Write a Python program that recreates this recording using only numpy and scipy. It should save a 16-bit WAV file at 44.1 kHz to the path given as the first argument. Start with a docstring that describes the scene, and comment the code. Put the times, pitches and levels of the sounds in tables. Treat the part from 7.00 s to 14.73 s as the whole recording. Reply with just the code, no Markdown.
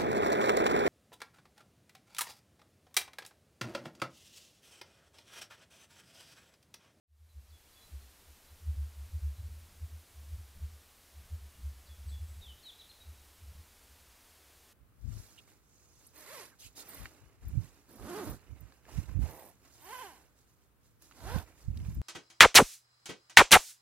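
"""A hand-held camera throbs softly as handling and light air bump its one low resonance.
Around it lies a still morning on a grassy yard: distant air, even microphone hiss, a faint whine.
Small birds peep and call from the trees in gliding whistles, and late on one sings a short phrase
of falling notes that echoes off the fence and the wood. The scene is mono and fades in."""
import sys
import numpy as np
from scipy import signal
from scipy.fft import rfft, irfft, next_fast_len
from scipy.io import wavfile
from scipy.ndimage import uniform_filter1d, map_coordinates

SR = 44100
rng = np.random.default_rng(int(sys.argv[2]) if len(sys.argv) > 2 else 0)


def unload_wav(signal):
    """Save mono or channel-first audio to the path in sys.argv[1] as 16-bit WAV at rate SR, clipped to [-1, 1]."""
    wavfile.write(
        sys.argv[1],
        SR,
        np.round(np.clip(np.atleast_2d(signal).T, -1, 1) * 32767).astype(np.int16),
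    )


N = 340893


def amp(db):
    """Decibels to gain."""
    return 10 ** (np.asarray(db) / 20)


def unit(x):
    """Scale to rms 1."""
    return x / np.sqrt(np.mean(x ** 2) + 1e-20)


def along(points, hz):
    """Read a curve of (freq_hz, value) points on a log frequency axis."""
    freqs, values = np.transpose(points)
    return np.interp(np.log(hz + 1), np.log(freqs + 1), values)


def filtered(x, response):
    """EQ x with a gain given as a function of frequency."""
    size = next_fast_len(N + SR // 2)
    return irfft(rfft(x, size) * response(np.fft.rfftfreq(size, 1 / SR)), size)[:N]


def noise(spectrum):
    """Noise of rms 1 with the given colour."""
    return unit(filtered(rng.standard_normal(N), lambda hz: amp(along(spectrum, hz))))


def wobble(rate_hz):
    """A smooth random curve with rate_hz knots a second."""
    knots = rng.standard_normal(int(N * rate_hz / SR) + 4)
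    return map_coordinates(knots, [np.arange(N) * rate_hz / SR])


def add(track, start_s, sound):
    """Mix a sound into the track from start_s."""
    i = round(start_s * SR)
    lo, hi = max(i, 0), min(i + len(sound), N)
    track[lo:hi] += sound[lo - i:hi - i]


def background(air_db=-67, hiss_db=-63.0, drift_hz=3):
    """The bed: distant outdoor air, microphone hiss and a faint, drifting whine of the electronics."""
    # colours of the air and the hiss: freq_hz, relative_db
    air_colour = [(10, -10), (20, 7.5), (40, 7), (74, 12), (95, 4.5), (115, -5.5), (250, -4), (450, -5),
                  (900, -9), (1800, -16), (4000, -30), (8000, -44)]
    hiss_colour = [(100, -7.5), (500, -0.5), (1500, 0), (2900, -0.5), (4100, -0.95), (5200, -1.5),
                   (10300, -3), (12500, -3.5), (13800, -2), (15000, -5.5), (15600, -10)]
    # tones of the whine: pitch_hz, rms_db
    whine_tones = [(11100, -95), (11192, -84.5), (11219, -87)]
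    air = amp(air_db + 0.25 * wobble(3.3)) * noise(air_colour)
    hiss = amp(hiss_db + 0.18 * wobble(6.5)) * noise(hiss_colour)
    whine = np.zeros(N)
    for hz, db in whine_tones:
        phase = 2 * np.pi * np.cumsum(hz + drift_hz * wobble(20)) / SR
        whine += amp(db) * unit(np.sin(phase))
    return air + hiss + whine


def bump_pulses(bump_hz=74.6, rebound_hz=71.54, scatter_hz=3.25):
    """Each bump and the grip's rebound, as rows of peak_s, level_db, pitch_hz, rise_s, fall_s."""
    # soft bumps on the camera: peak_s, level_db, rise_s, rebound_db (relative to the bump)
    bumps = [(.125, -38.5, 0.022, -1.5), (.38, -34, 0.016, -25), (.532, -47.5, .03, -15),
             (.96, -39, 0.023, -15.5), (1.302, -50, 0.02, -20), (1.528, -51, .014, -21),
             (1.699, -26, 0.018, -4.5), (2.014, -39, 0.028, -11), (2.157, -29.5, .016, -1),
             (2.403, -33, 0.011, -10), (2.456, -35.5, .02, -14), (2.63, -51.5, 0.046, -9),
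             (2.84, -33.5, .015, -8.5), (3.211, -44.5, 0.038, -2), (3.341, -34, .018, -15),
             (3.398, -42, 0.01, -18), (3.643, -33.5, 0.019, -15.5), (4.183, -46, .024, -22),
             (4.341, -33.5, .016, -10), (4.665, -34, 0.022, -13), (4.915, -44.5, 0.021, 1),
             (5.078, -34.5, 0.015, -7), (5.136, -40, 0.017, -14), (5.221, -38, 0.028, -6.5),
             (5.39, -43, .019, -3.5), (6.095, -43.5, .024, -11.5), (6.437, -47.5, .015, -4),
             (6.495, -44, .022, -15), (6.6, -47.5, 0.016, -17), (6.91, -54.5, 0.017, -11)]
    rebound_delay_s, rebound_rise_s, rebound_fall_s = 0.097, 0.02, 0.044
    pulses = []
    for s, db, rise_s, rebound_db in bumps:
        hz, grip_hz = np.array([bump_hz, rebound_hz]) + scatter_hz * rng.standard_normal(2)
        pulses.append((s, db, hz, rise_s, 1.11 * rise_s))  # dies about as fast as it swells
        pulses.append((s + rebound_delay_s, db + rebound_db, grip_hz, rebound_rise_s, rebound_fall_s))
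    return pulses


def handling(throb_db=0.23, shiver_db=-46, rumble_db=-61,
             body_hz=72, width_hz=14, low_cut_hz=54, linger_s=0.18):
    """Bumps swell and die in the camera's low resonance; a shiver and a rumble linger around them."""
    # broad rumble under the bumps: freq_hz, relative_db
    rumble_colour = [(15, 3), (30, 5.5), (60, -10), (105, 1), (135, -4.5), (185, -5), (260, -14.5),
                     (500, -43)]
    ring, force = np.zeros(N), np.zeros(N)
    t = np.arange(-SR // 4, SR // 4) / SR
    for peak_s, db, hz, rise_s, fall_s in bump_pulses():
        rise = np.exp(-.5 * (t / rise_s) ** 2)
        ring_down = 1 / np.cosh(1.24 * t / fall_s)
        swell = amp(db) * np.where(t < 0, rise, ring_down)
        phase = rng.uniform(0, 2 * np.pi)
        add(ring, peak_s + t[0], swell * np.cos(2 * np.pi * hz * t + phase))
        add(force, peak_s + t[0], swell)
    ring = filtered(ring, lambda hz: 1 - 1 / (1 + (hz / low_cut_hz) ** 20))  # the microphone's low cut
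    unrest = np.abs(uniform_filter1d(force, int(linger_s * SR)))
    unrest /= unrest.max()
    shiver = unit(filtered(rng.standard_normal(N), lambda hz: 1 / (1 + ((hz - body_hz) / width_hz) ** 4)))
    lumps = amp(3.5 * wobble(14))
    rumble = unrest ** 0.44 * unit(lumps * noise(rumble_colour))  # grows more slowly than the bumps
    return amp(throb_db) * ring + amp(shiver_db) * unrest * shiver + amp(rumble_db) * rumble


def whistle(length_s, pitches_hz, roughness, flutter, attack=0.54, release=0.44):
    """One note swells in and glides through its pitches; flutter in the syrinx roughens it."""
    progress = np.linspace(0, 1, max(int(length_s * SR), 8))
    contour = np.polyfit(np.linspace(0, 1, len(pitches_hz)), pitches_hz, len(pitches_hz) - 1)
    shake = roughness * flutter[:len(progress)]
    glide_hz = np.polyval(contour, progress) * (1 + 0.061 * shake)
    arch = progress ** attack * (1 - progress) ** release
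    swell = arch / arch.max() * amp(2.3 * shake)
    return swell * np.sin(2 * np.pi * np.cumsum(glide_hz) / SR)


def birds(notes):
    """Whistle rows of start_s, length_s, two or three of pitch_hz, level_db, roughness onto a track."""
    track, flutter = np.zeros(N), wobble(500)
    for start_s, length_s, *pitches_hz, db, roughness in notes:
        add(track, start_s, amp(db) * whistle(length_s, pitches_hz, roughness, flutter[int(start_s * SR):]))
    return track


def peep_notes(length_s=.056, sag=.014):
    """Single thin peeps that droop a little in pitch."""
    # peeps from the trees: start_s, pitch_hz, relative_db, roughness (0-1)
    peeps = [(.285, 4050, -62, 0.03), (.803, 4030, -61, .05), (.995, 4220, -67.5, 0.6),
             (1.465, 4060, -69, .05), (2.36, 4050, -67, .13), (4.515, 2900, -68, .4),
             (5.07, 8080, -59.5, 0.4), (5.27, 7900, -63.5, .5)]
    return [(s, length_s, hz, hz * (1 - sag), db, roughness) for s, hz, db, roughness in peeps]


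def step_call_notes():
    """A quick call that steps down three notes."""
    # each call: start_s, relative_db
    calls = [(.485, -60.5), (.715, -60), (4.851, -59.5), (5.075, -55.5)]
    # its notes: offset_s, length_s, start_hz, end_hz, step_db (relative to the call), roughness (0-1)
    steps = [(0, .045, 4600, 4440, -6, 0.69), (0.013, .021, 4020, 3960, -4.5, 0.4),
             (.038, 0.0533, 3480, 3350, 1, .12)]
    return [(s + offset_s, length_s, start_hz, end_hz, db + step_db, roughness)
            for s, db in calls for offset_s, length_s, start_hz, end_hz, step_db, roughness in steps]


def tree_reverb(x, predelay_s=.012):
    """Trunks and leaves scatter the birds into a thin tail."""
    # decay among the trees: freq_hz, t60_s
    decay_times = [(3000, 0.49), (8000, 0.73)]
    hz, t, spectrum = signal.stft(rng.standard_normal(SR), SR, nperseg=256)
    decay = amp(-60 * t / along(decay_times, hz)[:, None])
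    tail = signal.istft(spectrum * decay, SR, nperseg=256)[1]
    delayed = np.pad(x, (int(predelay_s * SR), 0))
    return signal.fftconvolve(delayed, tail / np.linalg.norm(tail))[:N]


def song_notes(sag_hz_per_s=5200, floor_hz=3086, bow_hz=90,
               overlap_s=.003, flick_db=1.5, flick_roughness=.15):
    """Each whistle sags at the same rate; most end in a flick to the bottom of the bird's range."""
    # syllables: start_s, whistle_s, flick_s, start_hz, relative_db, roughness (0-1)
    syllables = [(5.413, 0.05, .013, 3760, -53, 0.39), (5.474, .052, 0.0022, 3196, -53, 0.25),
                 (5.628, 0.033, 0, 4140, -57, 0.9), (5.651, .033, .028, 3973, -48.5, 0.36),
                 (5.787, .026, 0.013, 4030, -52.5, 0.1), (5.891, .023, .007, 4200, -54.5, 0.2),
                 (6.0, 0.03, 0, 3930, -56, .12)]
    notes = []
    for s, whistle_s, flick_s, hz, db, roughness in syllables:
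        knee_hz = hz - sag_hz_per_s * whistle_s
        notes.append((s, whistle_s, hz, knee_hz, db, roughness))
        if flick_s > 0:
            middle_hz = (knee_hz + floor_hz) / 2 + bow_hz  # bowed, so the dive steepens
            start_s = s + whistle_s - overlap_s
            notes.append((start_s, flick_s, knee_hz, middle_hz, floor_hz, db + flick_db, flick_roughness))
    return notes


def slapback(song):
    """The song bounces off the fence and the wood's edge."""
    # distinct reflections: delay_s, gain_db
    reflections = [(.025, -11), (.165, -16.5)]
    return sum(amp(db) * np.pad(song, (int(delay_s * SR), 0))[:N] for delay_s, db in reflections)


def scene():
    """Camera throb, bed and birds reach one microphone, which feeds both channels."""
    calls = birds(peep_notes() + step_call_notes())
    song = birds(song_notes())
    direct = amp(-3.5) * calls + amp(-1.0) * song
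    reverb_send = amp(-7.5) * calls + amp(-6.0) * song
    mono = handling() + background() + direct + slapback(song) + tree_reverb(reverb_send)
    return np.array([mono, mono])


def record(dry, start_s=0.072, fade_s=0.76, top_hz=15720):
    """The camera fades in and keeps nothing above its band limit."""
    fade_in = np.clip((np.arange(N) / SR - start_s) / fade_s, 0, 1)
    return np.array([filtered(fade_in * channel, lambda hz: hz < top_hz) for channel in dry])


dry = scene()
out = record(dry)
unload_wav(out)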